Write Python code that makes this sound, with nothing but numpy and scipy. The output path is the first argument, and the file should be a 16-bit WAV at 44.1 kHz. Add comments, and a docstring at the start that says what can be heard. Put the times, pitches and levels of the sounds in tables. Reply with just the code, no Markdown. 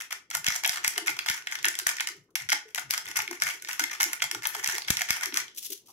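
"""Peppercorns crackle, crack and splinter as a small pepper mill is twisted back and forth over a bowl in a kitchen.
The burr mills their crumbs in short bites, and the hard room answers; late on, loose corns slide in the jar.
Corns are noise snaps with resonances; crumbs, grit and slides are showers of tiny snaps, all under gain curves.
Dull bumps, thuds and hand brushes are damped noise resonances, jolts band-limited pulses, rub and air coloured noise.
Two microphone ports an arm's length away hear it all."""
import sys
import numpy as np
from scipy import signal
from scipy.fft import rfft, irfft
from scipy.io import wavfile
from scipy.ndimage import uniform_filter1d

SR = 44100
rng = np.random.default_rng(int(sys.argv[2]) if len(sys.argv) > 2 else 0)


def transcribe(u):
    """Save the signal u as a 16-bit wav file named by the first command-line argument.

    u: samples, shape (n,) or (channels, n), limited to [-1, 1]; the rate is SR.
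    q: integer samples, one column per channel.
    """
    v = np.clip(np.atleast_2d(u).T, -1, 1)
    q = np.round(v * 32767).astype(np.int16)
    wavfile.write(sys.argv[1], SR, q)


N = 261072

# breaking peppercorns, relative levels: [t/s, level/dB, low body/dB, treble/dB, pitch f/Hz]
CORN_BREAKS = [(0.111, -43, 6, -6, 2080), (0.121, -36, -14.5, -12, 1760), (0.126, -29.5, 8, 4, 1890),
               (0.302, -38.5, -6, 9, 2260), (0.311, -33, 5.5, -1, 2010), (0.331, -45, -9.5, -5, 2100),
               (0.35, -23.5, 9.5, 5, 2040), (0.37, -33.5, 7, 10, 1470), (0.444, -30, -8.5, 1.5, 1560),
               (0.466, -21, -3, -1, 3230), (0.478, -26.5, 2.5, -6, 2320), (0.484, -22.5, -4.5, 1, 3430),
               (0.636, -30, 12, 3, 2230), (0.647, -24.5, 3, -6, 2280), (0.652, -25, -26.5, -14.5, 3270),
               (0.661, -30.5, 20, 10, 3450), (0.676, -35.5, 10.5, 24, 2270), (0.694, -22, -22, 3, 1880),
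               (0.772, -30.5, 12, -4, 1480), (0.781, -36.5, -2, -5, 1700), (0.846, -20.5, -0.5, -2, 2020),
               (0.864, -31, 0.5, -4, 2120), (0.871, -37, -18, 2, 2280), (0.878, -23, 0.5, 11.5, 2360),
               (0.96, -39, 10.5, -15, 1820), (0.979, -22, 8.5, 2.5, 3010), (1.08, -26, 7.5, -8, 2240),
               (1.092, -31, 11.5, -2, 2210), (1.102, -33.5, -3.5, 8, 2020), (1.167, -38.5, 12, 1, 2020),
               (1.19, -25.5, 2, -3.5, 2350), (1.261, -30, 8, 1, 1420), (1.286, -21, -25, -7, 3430),
               (1.299, -23.5, 4, 2, 3620), (1.313, -30.5, 0, -0.5, 2330), (1.471, -29, -3, -8, 2160),
               (1.523, -32, 6.5, -1, 2030), (1.554, -29.5, -1.5, -5, 1490), (1.628, -38.5, -18, 6, 2400),
               (1.645, -22, 1, -8.5, 1580), (1.654, -22, 1, 4.5, 1700), (1.663, -34.5, -14.5, -27.5, 1650),
               (1.684, -23, 2, 7, 2230), (1.753, -31, -11, -1, 3560), (1.789, -24.5, -5, 6.5, 3520),
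               (1.798, -29.5, 1, -3, 1940), (1.867, -23, 2, -3, 1710), (1.87, -26, -9, 14.5, 1670),
               (1.891, -28, -8, 4, 1850), (1.968, -34.5, -29, 3, 2150), (1.984, -37, -25, -9, 1950),
               (1.998, -34.5, 1.5, -22, 3120), (2.006, -21, 1.5, -2, 2240), (2.072, -27, -6, 0.5, 2900),
               (2.087, -32.5, 9, 2, 2200), (2.3549, -22.5, -26.5, -2, 2340), (2.358, -25.5, 5, 3.5, 2520),
               (2.489, -28.5, -2, -5, 1510), (2.495, -27, 2.5, -4, 3270), (2.502, -26, -14, 2, 5700),
               (2.5188, -23.5, 0, -13, 1770), (2.5242, -24, 6.5, 4, 2300), (2.529, -20, 7.5, -1, 2300),
               (2.747, -27, -8, 1.5, 3420), (2.758, -32.5, 7, 4, 2180), (2.778, -30.5, 17, 2, 2030),
               (2.783, -30, 10, -6, 2130), (2.795, -37, -7, 12, 2040), (2.821, -48, 14, -8, 1580),
               (2.904, -41, 0, 3, 2200), (2.908, -21, -12, 6, 3640), (2.937, -24.5, 2, 1.5, 1480),
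               (2.945, -32, -14, -3, 3200), (2.978, -27.5, 7.5, 4.5, 3320), (3.087, -41, 7, 8, 2080),
               (3.114, -36, 4, -1, 1980), (3.166, -26, -3, -4, 2030), (3.171, -26, -11, 13.5, 2080),
               (3.19, -29, 13.5, 0, 2000), (3.202, -33, 9, -15, 2100), (3.22, -34.5, 5, 7, 1520),
               (3.278, -34.5, -23, -7, 2230), (3.311, -35, 12, 5, 2150), (3.403, -49, -26, 10, 2200),
               (3.421, -20, 5, -2.5, 1790), (3.428, -36, 4, 0, 1600), (3.436, -33.5, -41, 14, 1880),
               (3.441, -47, 1, 12, 2090), (3.623, -37.5, -20, 4, 2360), (3.648, -37.5, -7, -0.5, 2180),
               (3.687, -34, 9, 3, 1480), (3.722, -41, -23, 5, 2250), (3.731, -36, 2, 7, 2820),
               (3.795, -21, 2, 3, 2040), (3.803, -28, 7, 0, 1730), (3.819, -35, 7, 2, 1740),
               (3.839, -23.5, 1, -0.5, 2120), (3.897, -40, -15, -12, 1910), (3.916, -37, 14, -8, 1740),
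               (4.002, -25.5, 12, -0.5, 1440), (4.008, -20.5, 4, -0.5, 3360), (4.015, -29.5, 12, 7, 2070),
               (4.021, -31, -14, 11, 2180), (4.03, -22.5, 7.5, 9.5, 2180), (4.04, -25, -22, 6.5, 2080),
               (4.132, -25.5, 3.5, 3.5, 1980), (4.202, -42, 8, -18, 2130), (4.221, -23, 6.5, -4, 3360),
               (4.225, -23, -2, 0.5, 3120), (4.24, -29, 11.5, 3.5, 2120), (4.248, -40, 4, 5, 2000),
               (4.313, -26.5, 2, 4, 2160), (4.348, -30, 8.5, 1, 1430), (4.422, -40.5, 7, -1, 2090),
               (4.444, -43, 4, 0, 2000), (4.454, -24.5, 10.5, -6.5, 2270), (4.462, -44, 6, -19, 2140),
               (4.471, -44, -5, 35.5, 2100), (4.549, -29.5, 15, 2.5, 3140), (4.63, -42, 1, 2, 2200),
               (4.638, -37, 10, 10, 2100), (4.643, -24.5, 0.5, 0, 1860), (4.66, -29.5, 5.5, -1, 2110),
               (4.675, -23, -17, 4.5, 2570), (4.75, -49, 14, 15, 1500), (4.782, -28.5, 13, 3, 2280),
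               (4.883, -28, 2.5, -6, 3150), (4.904, -17.5, -4, 4.5, 3500), (4.907, -25.5, 6, 3.5, 2240),
               (4.97, -25.5, -14, 1, 2230), (5.009, -29, 9.5, -1, 2300), (5.018, -23.5, 3.5, 2, 1920),
               (5.088, -29, 0.5, -5, 1450), (5.095, -31, 0, -3, 2260), (5.106, -19.5, 4, 3.5, 2370),
               (5.121, -41, 8, -6, 2100), (5.21, -35, 0, 1, 2160), (5.234, -28.5, 14.5, 1, 3600),
               (5.258, -28, -3, 3, 1980), (5.269, -49, -5, 18, 2100), (5.324, -39, 7, -12, 3030),
               (5.342, -26, -10, 0, 3340), (5.372, -20, -33, 4, 2460), (5.401, -33, 7, 0, 2330)]


def cracks(gain_db=-0.53, strain_db=-18, strain_s=0.0045, splinter_db=-17, splinter_s=0.014):
    """Each corn breaks with its own weight, colour and pitch, ticks first if in mid-turn, and loses two splinters."""
    out, turn = np.zeros((2, N)), turning()
    for s, db, body_db, treble_db, hz in CORN_BREAKS:
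        level_db = db + gain_db
        tint = crack_tint(body_db, treble_db)
        burst = crack_burst(hz, body_db, treble_db)
        add(out, s, amp(level_db) * colour(burst, tint, size=512))
        strain = amp(level_db + strain_db) * np.sqrt(turn[round(s * SR)] / turn.max())
        for lead_s in strain_s * rng.random(2):
            add(out, s - lead_s, strain * snap(decay_s=0.0015, front=0.42, same=0.6))
        for late_s in splinter_s * rng.random(2):
            splinter = colour(snap(decay_s=0.00049, front=1.8, same=1.0), tint, size=512)
            add(out, s + late_s, amp(level_db + splinter_db) * splinter)
    return mill(out)


def crack_tint(body_db, treble_db, body_share=0.97, treble_share=0.95, top_share=0.9):
    """Colour of one break as (f/Hz, dB): its body sets the lows, its treble tilts the rest."""
    low_db, high_db = body_share * body_db, treble_share * treble_db
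    return [(1000, low_db - 4.0), (1700, -high_db / 2), (3400, -high_db / 2),
            (6000, high_db / 2), (12000, top_share * high_db + 7.5)]


def crack_burst(hz, body_db, treble_db, decay_s=0.0017, rattle_db=-6.5, wood_db=0.5, doubling_db=28):
    """A fracture excites the cap, a high shard ping and the barrel, and rattles the burr."""
    weight = np.clip(2 ** ((body_db - treble_db) / doubling_db), .5, 2)  # heavy breaks outlast bright ones
    burst = crack_ring(snap(decay_s * weight, front=0.6, same=0.52), hz, width_hz=280, ring_db=2)
    burst = crack_ring(burst, rng.uniform(4600, 8200), width_hz=600, ring_db=-1.5)  # shard
    burst = burst + amp(rattle_db) * min(weight, 1) * rattle(hz)
    for barrel_hz in rng.uniform([620, 1000], [900, 1600]):  # woody knocks, shifting with the grip
        burst = crack_ring(burst, barrel_hz, width_hz=70, ring_db=wood_db)
    return burst


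def snap(decay_s, front, same, late_s=0.0016, size=1024):
    """A brittle fracture: a sharp front and a quick rattle, then its bounce off the table from a lower angle."""
    t = np.arange(size) / SR
    shape = np.exp(-t / decay_s) + front * np.exp(-t / .0004)
    a, b, bounce = (unit(v * shape) for v in rng.standard_normal((3, size)))
    out = pair(a, b, same, count=4)[::-1]
    add(out, late_s * rng.random(), rng.uniform(.5, 1.2) * pair(bounce, b, 1, count=14))
    return unit(out)


def crack_ring(x, hz, width_hz, ring_db):
    """A sound plus the damped resonance that it excites at one pitch."""
    b, a = signal.iirpeak(hz, max(hz / width_hz, 1), SR)
    return x + amp(ring_db) * signal.lfilter(b, a, x)


def rattle(hz):
    """The loosened burr chatters dully for a moment after a corn breaks."""
    # colour of the chatter: [f/Hz, level/dB]
    chatter_colour = [(600, 2.5), (1500, 5.5), (2600, -0.5), (4500, -1.5), (12000, -0.5)]
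    chatter = snap(decay_s=.0055, front=0, same=0.86)
    chatter = crack_ring(chatter, hz * rng.uniform(.6, 1.05), width_hz=130, ring_db=7)
    return colour(chatter, chatter_colour, size=512)


def mill(x, ring_gain_db=-4.5):
    """The shell colours every snap, and the damped modes of jar and cap ring on briefly."""
    # colour of the shell: [f/Hz, level/dB]
    shell_colour = [(100, -51.5), (550, -23.5), (800, -13.5), (1150, -10.5), (1550, -4.5), (2100, 1),
                    (2700, -2.5), (3300, -4.5), (4300, -7), (5700, -1), (7400, -10), (9100, -21.5),
                    (11000, -21), (15800, -32.5)]
    # modes of jar and cap, relative levels: [f/Hz, level/dB, t60/s]
    jar_modes = [(712, -34.5, .04), (882, -34, .03), (1467, -36, .06), (1780, -38, .04), (2131, -39.5, .05),
                 (3267, -33, .015)]
    t = np.arange(SR // 4) / SR
    ring = sum(amp(db + ring_gain_db - 60 * t / t60) * np.cos(2 * np.pi * hz * t) for hz, db, t60 in jar_modes)
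    return colour(x + signal.oaconvolve(x, ring[None], axes=1)[:, :N], shell_colour)


def crumbs(gain_db=-4, roam_db=2.0, even_hz=7000, count=9):
    """The burr mills fragments in short bites; their colour roams as they shift, under a more even fizz."""
    # bites of the burr, relative levels: [start t/s, length/s, level/dB]
    burr_bites = [(0, 0.02, -32.5), (.105, 0.022, -30), (.333, 0.023, -33), (.493, 0.072, -27),
                  (.64, 0.0035, -30), (.705, 0.068, -30.5), (.838, 0.016, -37), (.925, 0.05, -38),
                  (1.06, 0.037, -24), (1.26, 0.083, -35.5), (1.34, 0.053, -37.5), (1.5, 0.057, -38),
                  (1.858, .006, -40), (1.876, 0.04, -27.5), (2.07, 0.012, -38), (2.16, 0.011, -50),
                  (2.385, 0.036, -38), (2.655, 0.054, -54), (2.925, 0.018, -30), (3.045, 0.072, -38),
                  (3.155, 0.034, -28), (3.325, 0.028, -35.5), (3.414, .008, -31), (3.46, 0.046, -27),
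                  (3.52, 0.05, -40), (3.67, 0.079, -33.5), (3.81, 0.013, -44), (3.91, 0.039, -31.5),
                  (3.985, .008, -44), (4.05, 0.082, -40), (4.43, 0.017, -29), (4.5, 0.053, -37.5),
                  (4.555, 0.046, -34.5), (4.665, 0.11, -28), (4.875, 0.014, -30.5), (4.935, 0.061, -31),
                  (5.125, 0.055, -29.5), (5.221, 0.014, -22), (5.35, 0.053, -31.5)]
    crumb_colour = [(600, 1), (1200, 3.5), (2000, 0.5), (2800, -2.0), (4000, -7), (8000, 2), (13000, 8.0)]
    shower = mill(grains(per_s=800, spread_db=4, decay_s=.0006, ring_db=7.5, clump_db=4))
    hz, t, z = signal.stft(shower, SR, nperseg=512)
    roam = uniform_filter1d(rng.standard_normal(z.shape[1:]), size=6, axis=0)
    roam = unit(uniform_filter1d(roam, size=count, axis=1))
    roam_gain = amp(roam_db * roam / (1 + (hz[:, None] / even_hz) ** 2))
    shower = signal.istft(z * roam_gain, SR, nperseg=512)[1][:, :N]
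    gain = np.hypot(swells(burr_bites, rise_s=0.004, release_s=0.006), straining())
    return amp(gain_db) * gain * unit(colour(shower, crumb_colour))


def straining(build_db=-4, build_s=0.005):
    """Gain over time of the crackle that builds in each corn just before it cracks in mid-turn."""
    gain, t = np.zeros(N), np.arange(SR // 10) / SR
    for s, db, *_ in CORN_BREAKS:
        add(gain, s - t[-1], amp(db + build_db) * np.exp(-t[::-1] / build_s))
    turn = turning()
    return gain * np.sqrt(turn / turn.max())


def grains(per_s, spread_db, decay_s, ring_db, clump_db, count=28, size=400):
    """A clumped shower of tiny snaps of count pitches, a few much larger than the rest."""
    clumps = unit(uniform_filter1d(rng.standard_normal(N), size=size))
    size_db = spread_db * np.minimum(rng.exponential(1, N), 3) + clump_db * np.minimum(clumps, 1)
    sizes = amp(size_db) * (rng.random(N) < per_s / SR)
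    kind = rng.integers(0, count, N)
    shower = np.zeros((2, N))
    for k, hz in enumerate(np.geomspace(900, 7000, count)):
        one = crack_ring(snap(decay_s, front=0.24, same=0.21), hz, hz / 10, ring_db)
        shower += signal.oaconvolve((sizes * (kind == k))[None], one, axes=1)[:, :N]
    return shower


def grit(gain_db=-2):
    """Sparse small ticks as husks catch on the turning burr."""
    ticks = mill(grains(per_s=130, spread_db=10, decay_s=0.0015, ring_db=10, clump_db=7))
    return amp(gain_db) * turning() * unit(ticks)


def turning():
    """Gain over time of the light sounds that last as long as the wrist turns."""
    # turns of the wrist, relative levels: [start t/s, length/s, level/dB]
    wrist_turns = [(.315, 1.14, -50.5), (1.49, 0.58, -48.5), (2.89, 0.75, -49.5), (3.62, 0.57, -49.5),
                   (4.42, 0.454, -47.5), (4.87, 0.46, -51), (5.34, 0.15, -45)]
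    return swells(wrist_turns, rise_s=0.0045, release_s=0.021)


def loose_corns(gain_db=-3.5):
    """Whole corns tumble along the jar wall: a dense, light and bright shower."""
    # slides of corns, relative levels: [start t/s, length/s, level/dB]
    corn_slides = [(2.232, 0.014, -73.5), (2.303, 0.0028, -62), (5.545, 0.0065, -48), (5.558, 0.01, -45.5),
                   (5.572, 0.019, -35), (5.595, 0.14, -53), (5.62, 0.026, -41.5), (5.646, 0.021, -35),
                   (5.7, 0.0054, -35), (5.718, 0.014, -33), (5.752, 0.0031, -47), (5.774, 0.0033, -42),
                   (5.857, 0.017, -53.5), (5.881, 0.033, -52)]
    # colour of corns on the jar wall: [f/Hz, level/dB]
    wall_colour = [(300, -15), (1000, -18.5), (1800, -9), (2900, 5), (4400, 1.5), (6000, 8), (9000, -2),
                   (12000, 0), (16000, -5.5)]
    shower = grains(per_s=3400, spread_db=3.5, decay_s=0.0019, ring_db=-2, clump_db=1.5)
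    gain = swells(corn_slides, rise_s=0.005, release_s=0.005)
    return amp(gain_db) * gain * unit(colour(shower, wall_colour))


def low_knocks(jolt_db=1, bump_db=0, thud_db=0.0):
    """Jolts, bumps, thuds and brushes of the hand, low and soft under the cracks."""
    # the mill jolts in the hand as a corn gives way, relative levels: [t/s, level/dB]
    hand_jolts = [(0.483, -33.5), (0.694, -49), (0.879, -44.5), (1.302, -40), (1.868, -44.5), (4.028, -50),
                  (4.685, -45.5), (4.904, -23), (5.105, -35)]
    # dull hollow bumps, relative levels: [t/s, level/dB, pitch f/Hz]
    hollow_bumps = [(0.966, -42, 388), (1.015, -43.5, 375), (1.087, -44.5, 344), (1.657, -44, 325),
                    (1.815, -52, 387), (2.096, -52, 360), (2.145, -56.5, 384), (2.275, -64.5, 392),
                    (2.521, -49, 324), (2.653, -50, 427), (3.084, -53.5, 340), (3.225, -54, 380),
                    (3.282, -48, 356), (3.299, -35.5, 330), (3.538, -56, 383), (3.803, -41, 315),
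                    (4.056, -43, 337), (4.327, -44.5, 395), (4.351, -43.5, 343), (4.561, -46.5, 399),
                    (4.731, -46, 404), (5.263, -45, 328), (5.322, -40.5, 326), (5.697, -43.5, 363)]
    # soft deep thuds, relative levels: [t/s, level/dB]
    palm_thuds = [(0.324, -53.5), (1.075, -56), (2.134, -59), (2.385, -52.5), (2.816, -52.5), (3.021, -59),
                  (3.135, -56.5), (3.39, -53), (4.19, -54), (4.326, -53.5)]
    # the hand brushes the mill in a new grip and as it carries it off, relative levels: [t/s, level/dB, pitch f/Hz]
    hand_brushes = [(2.285, -69, 1210), (5.881, -54, 980)]
    out = np.zeros(N)
    for s, db in hand_jolts:
        add(out, s, amp(db + jolt_db) * jolt(low_hz=49.0, high_hz=223))
    for s, db, hz in hollow_bumps:
        add(out, s, amp(db + bump_db) * knock(hz, width_hz=115, rise_s=0.016, decay_s=0.021))
    for s, db in palm_thuds:
        add(out, s, amp(db + thud_db) * thud(hz=130, width_hz=55, length_s=.13))
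    for s, db, hz in hand_brushes:
        add(out, s, amp(db) * knock(hz, width_hz=580, rise_s=0.0076, decay_s=0.018))
    return np.array([out, out * amp(1.5)])


def jolt(low_hz, high_hz, size=4096):
    """One short push of air with hardly any ring: a band-limited impulse, peak 1."""
    band = signal.butter(2, [low_hz, high_hz], "bandpass", fs=SR, output="sos")
    push = signal.sosfilt(band, signal.unit_impulse(size))
    return push / abs(push).max()


def knock(hz, width_hz, rise_s, decay_s, size=8192):
    """A soft blow into one heavily damped resonance, peak of its envelope 1."""
    t, f = np.arange(size) / SR, np.fft.rfftfreq(size, 1 / SR)
    resonance = 1 / (1 + (2 * (f - hz) / width_hz) ** 4)
    wave = signal.hilbert(irfft(rfft(rng.standard_normal(size)) * resonance))
    steadied = wave / np.sqrt(abs(wave) + 1e-9)  # halves the envelope's swings in dB
    blow = steadied * (1 - np.exp(-t / rise_s)) * np.exp(-t / decay_s)
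    return blow.real / abs(blow).max()


def thud(hz, width_hz, length_s):
    """A soft push of the palm: a dull rumble that swells and fades, peak 1."""
    size = round(length_s * SR)
    band = signal.butter(2, [hz - width_hz / 2, hz + width_hz / 2], "bandpass", fs=SR, output="sos")
    wave = signal.hilbert(signal.sosfilt(band, rng.standard_normal(2 * size)))[size:]
    push = (wave / np.sqrt(abs(wave) + 1e-9)).real * np.hanning(size)
    return push / abs(push).max()


def palms(gain_db=-20, waver_db=3):
    """A low uneven rub of skin on the barrel while it turns: coloured noise with a wavering level."""
    # spectral shape of the rub: [f/Hz, density/dB]
    rub_colour = [(25, -27.5), (60, -16), (130, 2), (210, -17), (370, 4), (550, -6.5), (900, -38.5),
                  (2000, -47)]
    waver = unit(uniform_filter1d(rng.standard_normal(N), size=2500))
    rub = colour(pair(*rng.standard_normal((2, N)), same=0.85), rub_colour)
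    return amp(gain_db + waver_db * waver) * turning() * unit(rub)


def kitchen(x, sway_hz=1.286, count=3):
    """The echo pattern shifts as the mill sways: feeds fade in turn into different tails."""
    turn = np.pi * sway_hz * np.arange(N) / SR
    feeds = (np.sqrt(2 / count) * np.cos(turn + np.pi * k / count) for k in range(count))
    return sum(signal.oaconvolve(x * feed, room_tail(), axes=1)[:, :N] for feed in feeds)


def room_tail(early_db=-12, build_s=.022):
    """Bowl and table throw back two quick echoes; walls and cupboards add a short tail that takes time to build."""
    # reverberation of the kitchen: [f/Hz, t60/s]
    reverb_times = [(150, .3), (700, .27), (1800, .265), (5500, .24), (9000, .2), (15000, .17)]
    size = SR // 2
    taps = rng.standard_normal((2, size)) * (rng.random((2, size)) < 5000 / SR)
    hz, t, z = signal.stft(taps, SR, nperseg=256)
    tail = signal.istft(z * amp(-60 * t / read(reverb_times, hz)[:, None]), SR, nperseg=256)[1]
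    tail *= np.clip(np.arange(tail.shape[1]) / SR / build_s, 0, 1)
    tail /= np.linalg.norm(tail, axis=1, keepdims=True)
    for delay_s in (.009, .0172):
        add(tail, delay_s, amp(early_db) * np.ones((2, 1)))
    return tail


def room_tone(gain_db=-70, waver_db=2):
    """A faint low murmur of air that wavers a little: coloured noise."""
    # spectral shape of the quiet room: [f/Hz, density/dB]
    air_colour = [(25, -20), (60, -12), (130, -6), (210, -8), (370, 0), (600, -15), (1150, -21),
                  (1800, -32), (8000, -44), (16000, -50)]
    waver = unit(uniform_filter1d(rng.standard_normal(N), size=4000))
    air = colour(pair(*rng.standard_normal((2, N)), same=1.0), air_colour)
    return amp(gain_db + waver_db * waver) * unit(air)


def close_ports(x, below_hz=750):
    """Long waves reach both microphone ports alike, so their low difference is removed."""
    low = signal.butter(2, below_hz, fs=SR, output="sos")
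    side = signal.sosfiltfilt(low, (x[0] - x[1]) / 2)
    return x - np.array([side, -side])


def pair(a, b, same, count=14):
    """Two ports hear partly the same wave; its share in the second is count samples later."""
    same = np.clip(same, 0, 1)
    late = np.pad(a, (count, 0))[:len(a)]
    return np.array([a, same * late + np.sqrt(1 - same ** 2) * b])


def swells(rows, rise_s, release_s):
    """Gain over time: each (start/s, length/s, dB) row rises towards its level and dies away after its length."""
    gain = np.zeros(N)
    for s, length, db in rows:
        t = np.arange(0, length + 10 * release_s, 1 / SR)
        release = np.exp(-np.maximum(t - length, 0) / release_s)
        add(gain, s, amp(db) * np.minimum(t / rise_s, 1) * release)
    return gain


def colour(x, points, share=1, size=2048):
    """Causal minimum-phase filter that follows a (f/Hz, dB) table, or a share of it."""
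    log_gain = np.log(amp(share * read(points, abs(np.fft.fftfreq(size, 1 / SR)))))
    taps = np.fft.ifft(np.exp(np.conj(signal.hilbert(log_gain)))).real[:size // 2]
    return signal.oaconvolve(np.atleast_2d(x), taps[None], axes=1)[:, :x.shape[-1]]


def read(points, hz):
    """A table joined by straight lines on a log-frequency axis."""
    f, value = np.transpose(points)
    return np.interp(np.log(hz + 1), np.log(f + 1), value)


def add(mix, s, sound):
    """Mixes a sound in at time s."""
    part = mix[..., max(round(s * SR), 0):][..., :sound.shape[-1]]
    part += sound[..., :part.shape[-1]]


def amp(db):
    """Decibels to gain."""
    return 10 ** (np.asarray(db) / 20)


def unit(x):
    """Scales to rms 1."""
    return x / np.sqrt(np.mean(x ** 2) + 1e-20)


def scene(crack_wet_db=-8.5, crumb_wet_db=-6.5, slide_wet_db=-10, knock_wet_db=-17):
    """The mill in its room, over the low sounds; hard cracks beam forward and stir the room less than crumbs."""
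    hard, fine, slides, low = cracks(), crumbs() + grit(), loose_corns(), low_knocks()
    to_room = amp(crack_wet_db) * hard + amp(crumb_wet_db) * fine
    to_room = to_room + amp(slide_wet_db) * slides + amp(knock_wet_db) * low
    return hard + fine + slides + low + kitchen(to_room) + palms() + room_tone()


def record(dry, edge_hz=15900):
    """Each microphone port has its own colour; then a low-pass limits the band."""
    # colour of the two ports: [f/Hz, left/dB, right/dB]
    port_colours = [(100, 1, -4.5), (330, 0.5, -2), (800, 1.5, -3), (1110, 3, -4), (1560, -1, 0),
                    (2000, 0.5, -2), (3300, -0.5, -1), (4500, 0.5, 1), (5800, 0.5, 0), (7000, -3.5, 3),
                    (7800, -2.5, 5), (8900, 3.5, 3), (9800, 12, -2), (11100, 10, -1.5), (15000, 9, -8)]
    hz, *ports_db = np.transpose(port_colours)
    ported = [colour(x, np.transpose([hz, db])) for x, db in zip(close_ports(dry), ports_db)]
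    low_pass = signal.firwin(255, edge_hz, window=("kaiser", 9), fs=SR)
    return signal.oaconvolve(np.vstack(ported), low_pass[None], "same", axes=1)


dry = scene()
out = record(dry)
transcribe(out)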